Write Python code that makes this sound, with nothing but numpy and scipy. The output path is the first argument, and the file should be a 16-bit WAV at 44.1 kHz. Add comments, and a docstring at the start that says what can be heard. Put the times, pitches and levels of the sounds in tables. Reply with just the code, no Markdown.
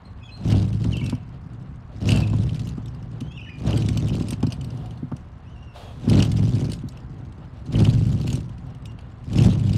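"""Two wiper blades sweep a wet car windscreen, heard close by outdoors over a low rumble of filtered noise.
Thin squeals, gliding sine tones, open the scene and come and go. On each upstroke the rubber sticks and slips:
impulses drum on the resonant glass and arms, and coloured noise bursts make the loose frames chatter and snap.
The arms thump in short pushes; the returns glide on a film of water noise with light ticks and a faint whine.
After three wipes the blades slide to rest with a wet hiss, pause, slide off again and make three more."""
import sys
import numpy as np
from scipy import signal
from scipy.fft import rfft, irfft, next_fast_len
from scipy.io import wavfile
from scipy.ndimage import uniform_filter1d, map_coordinates

SR = 44100
rng = np.random.default_rng(int(sys.argv[2]) if len(sys.argv) > 2 else 0)


def master(y):
    """Save y as 16-bit WAV."""
    cut = np.clip(np.atleast_2d(y).T, -1, 1)
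    pcm = np.round(cut * 32767)  # scale
    wavfile.write(sys.argv[1], SR, pcm.astype(np.int16))


N = 430857


def amp(db):
    """Decibels to gain."""
    return 10 ** (np.asarray(db) / 20)


def unit(x):
    """Scale to rms 1."""
    return x / np.sqrt(np.mean(x ** 2) + 1e-20)


def steady(x, size):
    """Even out the running rms to about 1 over about size samples."""
    power = uniform_filter1d(uniform_filter1d(x ** 2, size), size)
    floor = 1e-4 * np.mean(x ** 2)
    return x / np.sqrt(np.abs(power) + floor)


def curves(rows):
    """One value per sample for each column after the time."""
    s, *columns = np.transpose(rows)
    t = np.arange(N) / SR
    return [np.interp(t, s, column) for column in columns]


def wobble(rate):
    """A smooth random curve, rate knots a second."""
    at = np.arange(0, N + 32, 32)
    knots = rng.standard_normal(N // 64)
    values = map_coordinates(knots, [at * rate / SR], mode="wrap")
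    return np.interp(np.arange(N), at, values)


def filtered(x, response):
    """Multiply the spectrum of x by a response over frequency."""
    m = next_fast_len(N + SR // 2, True)
    hz = np.fft.rfftfreq(m, 1 / SR)
    return irfft(rfft(x, m) * response(hz), m)[:N]


def coloured(x, points, size=16384):
    """Causal minimum-phase filter through (Hz, dB) points."""
    hz, db = np.transpose(points)
    grid = np.log(np.fft.rfftfreq(size, 1 / SR) + 1)
    cepstrum = irfft(np.log(amp(np.interp(grid, np.log(hz), db))))
    # folding the cepstrum forward in time makes the filter causal
    folded = np.r_[cepstrum[0], 2 * cepstrum[1:size // 2]]
    response = irfft(np.exp(rfft(folded, size)))
    return signal.oaconvolve(x, response[:size // 2])[:N]


def resonate(x, modes):
    """Ring parallel modes of (Hz, width Hz, dB), alternating in sign."""
    out = 0
    for k, (hz, width_hz, db) in enumerate(modes):
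        b, a = signal.iirpeak(hz, hz / width_hz, SR)
        out = out + (-1) ** k * amp(db) * signal.lfilter(b, a, x)
    return out


def band(x, low_hz, high_hz):
    """Causal band-pass with 18 dB an octave skirts."""
    return signal.sosfilt(signal.butter(3, [low_hz, high_hz], "band", fs=SR, output="sos"), x)


def slips(rate, scatter_db):
    """One impulse of random size each time the running rate completes a cycle."""
    fired = np.diff(np.floor(np.cumsum(np.abs(rate)) / SR), prepend=0)
    return fired * amp(scatter_db * np.clip(rng.standard_normal(N), -2, 2))


def add(track, s, sound):
    """Mix a sound into the track at time s."""
    part = track[max(round(s * SR), 0):][:len(sound)]
    part += sound[:len(part)]


def grainy(patchy_db):
    """Noise whose pitches come and go, so that each contact has a colour of its own."""
    z = signal.stft(rng.standard_normal(N), nperseg=256)[2]
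    across_pitch = uniform_filter1d(rng.standard_normal(z.shape), size=4, axis=0)
    field = uniform_filter1d(across_pitch, size=7, axis=1)
    patches = amp(patchy_db * np.clip(unit(field), -2, 2))
    return unit(signal.istft(z * patches, nperseg=256)[1][:N])


def swell(t, start, attack, hold, release):
    """Gain that swells 20 dB in the attack up to start, holds, then fades 20 dB per release."""
    before = np.maximum(start - t, 0) / attack
    after = np.maximum(t - start - hold, 0) / release
    return amp(-20 * (before + after))


# colour of the outdoor rumble: pitch_hz [Hz], level_db [dB per Hz, relative]
STREET_COLOUR = [(15, -26), (25, -10), (69, 5.5), (87, 4), (364, -29), (459, -25.5), (505, -38), (715, -26),
                 (1030, -21), (2140, -33), (2500, -40), (3250, -50.5), (5500, -120)]


def street():
    """A low, even outdoor rumble."""
    return amp(-42) * unit(coloured(rng.standard_normal(N), STREET_COLOUR))


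# thin squeals: start_s [s], end_s [s], start_hz [Hz], middle_hz [Hz], end_hz [Hz], level_db [dB, relative];
# the pitches are before the waver
SQUEALS = [ (0.048, .085, 4120, 4240, 4100, -55.5), (0.209, 0.244, 2410, 2600, 2450, -53.5),
           (0.227, 0.304, 3400, 3340, 2970, -54.5), (0.273, 0.318, 2690, 2560, 2980, -51),
           (0.309, 0.373, 4030, 4200, 4150, -48), (0.922, 0.974, 3280, 2714, 2790, -40),
           (0.957, 1.002, 2740, 3104, 2900, -44), (0.994, 1.04, 2920, 2270, 2790, -45.5),
           (1.024, 1.109, 2740, 2650, 2410, -45.5), (2.123, 2.19, 2923, 2737, 2670, -39),
           (2.218, 2.248, 2400, 2620, 2300, -40.5), (3.224, 3.386, 3000, 3240, 3640, -56),
           (3.295, 3.454, 2520, 2750, 2596, -54), (3.361, 3.431, 3340, 2480, 2960, -45),
           (3.41, 3.5, 3030, 2924, 2980, -46), (3.447, 3.506, 2740, 1750, 2540, -49),
           (3.474, 3.58, 2530, 2460, 2390, -48.5), (5.451, 5.54, 2408, 2940, 2980, -61),
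           (5.544, 5.757, 2740, 2790, 2600, -59), (5.8, 5.929, 3270, 3330, 3207, -57),
           (8.86, 8.923, 2850, 2800, 2770, -59)]


def squeals(waver=0.016, second_db=-19, third_db=-35, flutter_db=4.0, usual_db=-50, purer=0.67):
    """Thin tones in short arcs of pitch; the louder they are, the weaker their overtones."""
    out = np.zeros(N)
    drift = 1 + waver * wobble(350)
    flutter = amp(flutter_db * wobble(140))
    for start, end, first_hz, middle_hz, last_hz, db in SQUEALS:
        i = np.arange(max(round(start * SR), 0), round(end * SR))
        u = np.linspace(0, 1, len(i))
        arc = np.polyfit([0, .5, 1], [first_hz, middle_hz, last_hz], 2)
        pitch = np.polyval(arc, u) * drift[i]
        phase = 2 * np.pi * np.cumsum(pitch) / SR
        overtones = amp(second_db) * np.sin(2 * phase) + amp(third_db) * np.sin(3 * phase)
        tone = np.sin(phase) + amp(purer * (usual_db - db)) * overtones
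        envelope = np.sqrt(np.abs(np.sin(np.pi * u)))
        out[i] += amp(db + 1.1) * envelope * flutter[i] * tone
    return out


def echoed(x, wet_db=-7, t60=0.66):
    """The surroundings return a short, diffuse tail."""
    t = np.arange(SR // 3) / SR
    tail = rng.standard_normal(len(t)) * amp(-60 * t / t60)
    return x + amp(wet_db) * signal.fftconvolve(x, tail / np.linalg.norm(tail))[:N]


# wipes, up and back, with the effort of each phase and trims of the parts: start_s [s],
# grab_db, drag_db, top_db, return_db, arms_knock_db, frames_rattle_db, water_film_db [dB, relative]
WIPES = [(0.42, -0.6, 0.5, 1, -2, -.5, -2, 0.5), (2.02, 2.5, 0.8, -6, 1.5, 0.5, 0, 2.5),
         (3.61, -1.5, -3, 0.2, 5, 2, 0, 2), (6.05, 1.4, 2, -2.4, -3.5, 4, 1.4, 2),
         (7.69, 2, 3, 0.9, -1.5, 1.8, -1, -1), (9.31, 4.5, 0.5, 3.5, -.5, 0, -1.7, -2.5)]
# phases of every wipe, in turn: the rubber grabs the glass; it drags up the screen;
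# it slows at the top and the blades flip over; it glides back.
# full_s [s after the wipe's start, when the attack ends], attack_s [s per 20 dB], hold_s [s],
# release_s [s per 20 dB], glass_db, arms_db, frames_db, water_film_db, ticks_db [dB, relative]
PHASES = [ (0.067, 0.098, 0.084, .17, -18.5, -26, -41.5, -42, -22),
          (0.114, 0.099, .32, .42, -20, -37.5, -52.5, -61.5, -36.5),
          (0.52, 0.45, .14, .10, -26, -32.5, -48.5, -66, -26),
          (0.852, 0.86, 0.41, 0.45, -35, -47.5, -72, -63, -43.5)]
# levels between wipes: glass_db, arms_db, frames_db, water_film_db, ticks_db [dB, relative]
IDLE_LEVELS = (-45, -53, -71, -59.5, -67)


def sweep(size=2000):
    """Every wipe runs through the same phases; gives the dB of glass, arms, frames, water film and ticks."""
    t = np.linspace(0, N / SR, size)
    power = np.outer(amp(IDLE_LEVELS) ** 2, np.ones(size))
    for start, *efforts_db, knock_db, rattle_db, film_db in WIPES:
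        trims = amp([0, knock_db, rattle_db, film_db, rattle_db])
        for phase, effort_db in zip(PHASES, efforts_db):
            gains = amp(effort_db) * amp(phase[4:]) * trims
            power += np.outer(gains, swell(t - start, *phase[:4])) ** 2
    levels_db = 10 * np.log10(power)
    return curves(np.vstack([t, levels_db]).T)


def slip_rate(grab_hz=105.85, rise_hz_per_s=12):
    """The slips quicken after each grab, for at most a second."""
    since = np.zeros(N)
    for start, *_ in WIPES:
        i = round(start * SR)
        since[i:] = np.arange(N - i) / SR
    return grab_hz + rise_hz_per_s * np.minimum(since, 1)


# modes of the windscreen: pitch_hz [Hz], width_hz [Hz], level_db [dB, relative]
GLASS_MODES = [(34.8, 7.2, -9.5), (63, 11, 0.5), (103.8, 21.1, 0), (134.3, 22.4, 2.5), (159.3, 26.1, 2.5),
               (196.9, 23.2, -8)]
# modes of the arms, also rung by the thumps: pitch_hz [Hz], width_hz [Hz], level_db [dB, relative]
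ARM_MODES = [(201.6, 36, -3.5), (249.9, 20.2, 3), (308.6, 63.6, -5), (393.6, 105, -10), (480, 58, -14),
             (597.2, 74.3, -19.5), (755, 107, -23), (1040, 690, -33)]


def judder(shudder_db, knock_db):
    """The lip lets go about a hundred times a second, unevenly; each slip kicks the glass and the arms."""
    near = slips(slip_rate() * amp(.7 * wobble(60)), scatter_db=4.0)
    far = slips(48 * amp(3.5 * wobble(70)), scatter_db=4)  # the second blade hops out of step
    glass = steady(band(resonate(near + 0.99 * far, GLASS_MODES), 23, 263), size=2600)
    arms = steady(band(resonate(.5 * near + far, ARM_MODES), 164, 1800), size=2600)
    return amp(shudder_db - 0.88) * glass + amp(knock_db - 1.16) * arms


# colour of the blade frames, chattering or snapping: pitch_hz [Hz], level_db [dB per Hz, relative]
FRAME_COLOUR = [(710, -22.5), (1200, -14.5), (1290, -7.5), (1920, -7), (2250, -5), (2430, -5), (2910, -3),
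                (3690, -4), (4970, -6), (8670, -15.5), (12500, -28.5), (15400, -43)]


def chatter(chatter_db, fade=0.0039, rub=0.17):
    """Hopping rubber shakes the frames: a stream of tiny uneven snaps over a rubbing hiss."""
    t = np.arange(SR // 20) / SR
    hops = slips(100 * amp(5.0 * wobble(110)), scatter_db=3.0)
    bursts = signal.fftconvolve(hops, np.exp(-t / fade))[:N] + rub
    rattle = coloured(bursts * grainy(patchy_db=3.5), FRAME_COLOUR)
    return amp(chatter_db - 1.0) * steady(rattle, size=3000)


# colour of the water film: pitch_hz [Hz], level_db [dB per Hz, relative]
FILM_COLOUR = [(240, -32), (400, 0.5), (598, 3.5), (694, 1.5), (962, -4.5), (1310, -8.5), (2180, -18),
               (2850, -10), (3020, -14), (4450, -20), (5320, -33), (7060, -36), (14000, -49)]


def swish(level_db):
    """The blades push a thin film of water across the glass."""
    level = amp(level_db - 0.5 + 3.2 * wobble(25))
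    return level * unit(coloured(rng.standard_normal(N), FILM_COLOUR))


def motor(level_db, centre_hz=730.4, waver=.018, jitter_hz=22):
    """The wiper gear whines faintly, wavering in pitch and level."""
    pitch = centre_hz * (1 + waver * wobble(2)) + jitter_hz * wobble(120)
    level = amp(level_db - 6 + 4.2 * wobble(40))
    return level * np.sin(2 * np.pi * np.cumsum(pitch) / SR)


def ticks(tick_db, per_s=10, scatter_db=3, ring_db=-14, crack_db=-13.5):
    """Light play in the joints: snaps at uneven moments, as rows like those of CLACKS."""
    sizes = slips(per_s * amp(3 * wobble(15)), scatter_db=scatter_db)
    at = np.flatnonzero(sizes)
    db = tick_db[at] + 20 * np.log10(sizes[at])
    return np.transpose([at / SR, db, db + ring_db, db + crack_db])


# the frames snap hard in their joints: start_s [s], body_db, frame_ring_db, bright_crack_db [dB, relative]
CLACKS = [(0.5227, -16, -33, -51), (0.648, -40, -54, -52), (0.841, -23, -47, -54),
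          (1.0615, -22, -47, -36.5), (1.096, -17, -47, -39.5), (2.0892, -8, -21.5, -40),
          (2.1182, -10, -22.5, -34.5), (2.1595, -28, -43, -34), (2.1724, -19, -33, -36),
          (2.4922, -30, -38, -62), (2.5446, -33, -45, -42), (2.5935, -22, -52, -42),
          (2.6892, -41, -48, -44), (2.8574, -34, -56, -45.5), (3.2077, -29, -44.5, -45.5),
          (3.7292, -38, -30.5, -47), (3.8212, -32, -35.5, -40), (3.886, -10.5, -37, -45),
          (3.9723, -26, -31, -31.5), (4.0934, -45, -36, -61), (4.1975, -24, -41, -47),
          (4.284, -25, -44, -36), (4.3055, -19, -44, -30.5), (4.3306, -20, -39, -57),
          (4.4279, -18.5, -39, -52), (4.4667, -34, -44, -40.5), (4.5037, -43, -44, -46),
          (4.5212, -21, -36, -38), (4.61, -34, -42, -55), (4.6443, -43, -49, -40.5), (5.165, -39, -53, -50),
          (6.202, -18, -24.5, -38), (6.2235, -5, -26, -39), (6.316, -19, -45, -36.5),
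          (6.3703, -27.5, -55, -39.5), (6.565, -35, -48, -55), (6.7175, -31, -41, -33),
          (6.7327, -18, -51, -36), (6.8862, -46, -59, -40.5), (6.9717, -42, -46, -49),
          (7.7534, -47, -30, -56), (7.8487, -22, -26, -39), (8.213, -34, -42, -39),
          (8.2693, -31, -43, -38.5), (8.301, -30, -39.5, -35.5), (8.3282, -25, -48, -34),
          (8.3539, -27, -47, -35), (8.8547, -40, -44, -41), (8.9877, -40, -47, -58.5),
          (9.384, -20, -28, -37), (9.7315, -28, -45.5, -39)]
# colour of the bright crack: pitch_hz [Hz], level_db [dB per Hz, relative]
CRACK_COLOUR = [(2500, -13), (4200, 4.5), (6000, -0.5), (8500, -1.5), (11000, -13.5), (12500, -14.5),
                (15500, -29)]


def clacks(snaps, hold=0.0048, tail=0.019, tail_db=-14, ring_hz=2950, ring_width_hz=480):
    """A joint buzzes for a few milliseconds as it snaps over, ringing the frame."""
    t = np.arange(SR // 12) / SR
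    onset = 1 - np.exp(-t / 0.0011)
    shape = (np.exp(-(t / hold) ** 2) + amp(tail_db) * np.exp(-t / tail)) * onset
    body, ring, crack = np.zeros((3, N))
    for s, db, ring_db, crack_db in snaps:
        add(body, s, amp(db) * shape)
        add(ring, s, amp(ring_db) * shape)
        add(crack, s, amp(crack_db) * shape)
    buzz = unit(coloured(grainy(patchy_db=2), FRAME_COLOUR))
    ringing = resonate(rng.standard_normal(N), [(ring_hz, ring_width_hz, 0)])
    ringing = steady(band(ringing, 2280, 3150), size=130)
    bright = unit(coloured(grainy(patchy_db=7), CRACK_COLOUR))
    return amp(-17.5) * body * buzz + ring * ringing + crack * bright


# an arm jolts against its linkage: start_s [s], push_db, rubber_scuff_db [dB, relative]
THUMPS = [(0.846, -15.5, -38), (1.011, -17.5, -41), (1.124, -13, -35), (2.332, -15, -33), (2.775, -19, -43),
          (3.211, -20.5, -49), (3.884, -17.5, -45), (3.966, -23, -37), (4.204, -14.5, -39),
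          (4.321, -16.5, -38), (4.428, -9.5, -27), (4.467, -14.5, -50), (5.025, -18.5, -51.5),
          (5.116, -18, -35), (6.073, -8.5, -36), (6.833, -20.5, -55)]


def thumps(contact=.001, scuff_fade=0.0097, scuff_rise=0.0013):
    """A soft push through the arm rings the arms and the glass, with a short scuff of rubber."""
    t = np.arange(SR // 10) / SR
    push = t / contact * np.exp(1 - t / contact)
    rub = np.exp(-t / scuff_fade) * (1 - np.exp(-t / scuff_rise))
    blows, scuff = np.zeros((2, N))
    for s, db, scuff_db in THUMPS:
        add(blows, s, amp(db) * push)
        add(scuff, s, amp(scuff_db) * rub)
    arms = amp(13.5) * band(resonate(blows, ARM_MODES), 57.6, 2000)
    glass = amp(8.5) * band(resonate(blows, GLASS_MODES), 98, 300)
    rubber = amp(1.5) * scuff * unit(band(rng.standard_normal(N), 250, 1130))
    return arms + glass + rubber


# around the pause the wet blades slide to rest and off again: full_s [s, when the attack ends],
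# attack_s [s per 20 dB], hold_s [s], release_s [s per 20 dB], level_db [dB, relative]
SLIDES = [(4.716, 0.18, 0.1, 0.47, -54.5), (5.76, 0.03, 0.029, 0.34, -44)]


def slides(whine_db=2, spray_db=-9.5):
    """The motor takes up its load and the wet blades slide with a bright hiss of spray."""
    t = np.arange(N) / SR
    level = sum(amp(db) * swell(t, *shape) for *shape, db in SLIDES)
    spray_colour = [(1200, -30), (3500, 4), (6000, -9), (11000, -14.5), (15000, -24)]  # (Hz, dB per Hz)
    spray = unit(coloured(rng.standard_normal(N), spray_colour))
    return level * (swish(0) + motor(whine_db) + amp(spray_db) * spray)


def scene():
    """One sweep drives the judder, chatter, film, ticks and whine; timed sounds join at one microphone."""
    shudder_db, knock_db, chatter_db, film_db, tick_db = sweep()
    grip_db = 1.87 * np.clip(wobble(12), -2, 1)  # the grip varies over wet and dry patches
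    rubber = judder(shudder_db + grip_db, knock_db + grip_db)
    rubber = rubber + chatter(chatter_db + grip_db) + swish(film_db)
    snaps = np.vstack([CLACKS, ticks(tick_db)])
    whine = motor(np.minimum(film_db, -47))  # follows the film's level only up to here
    linkage = clacks(snaps) + thumps() + whine + slides()
    return (street() + echoed(squeals()) + rubber + linkage)[None]


def record(dry, top_hz=15700):
    """A sharp low-pass keeps only what lies below top_hz."""
    return np.array([filtered(channel, lambda hz: hz < top_hz) for channel in dry])


dry = scene()
out = record(dry)
master(out)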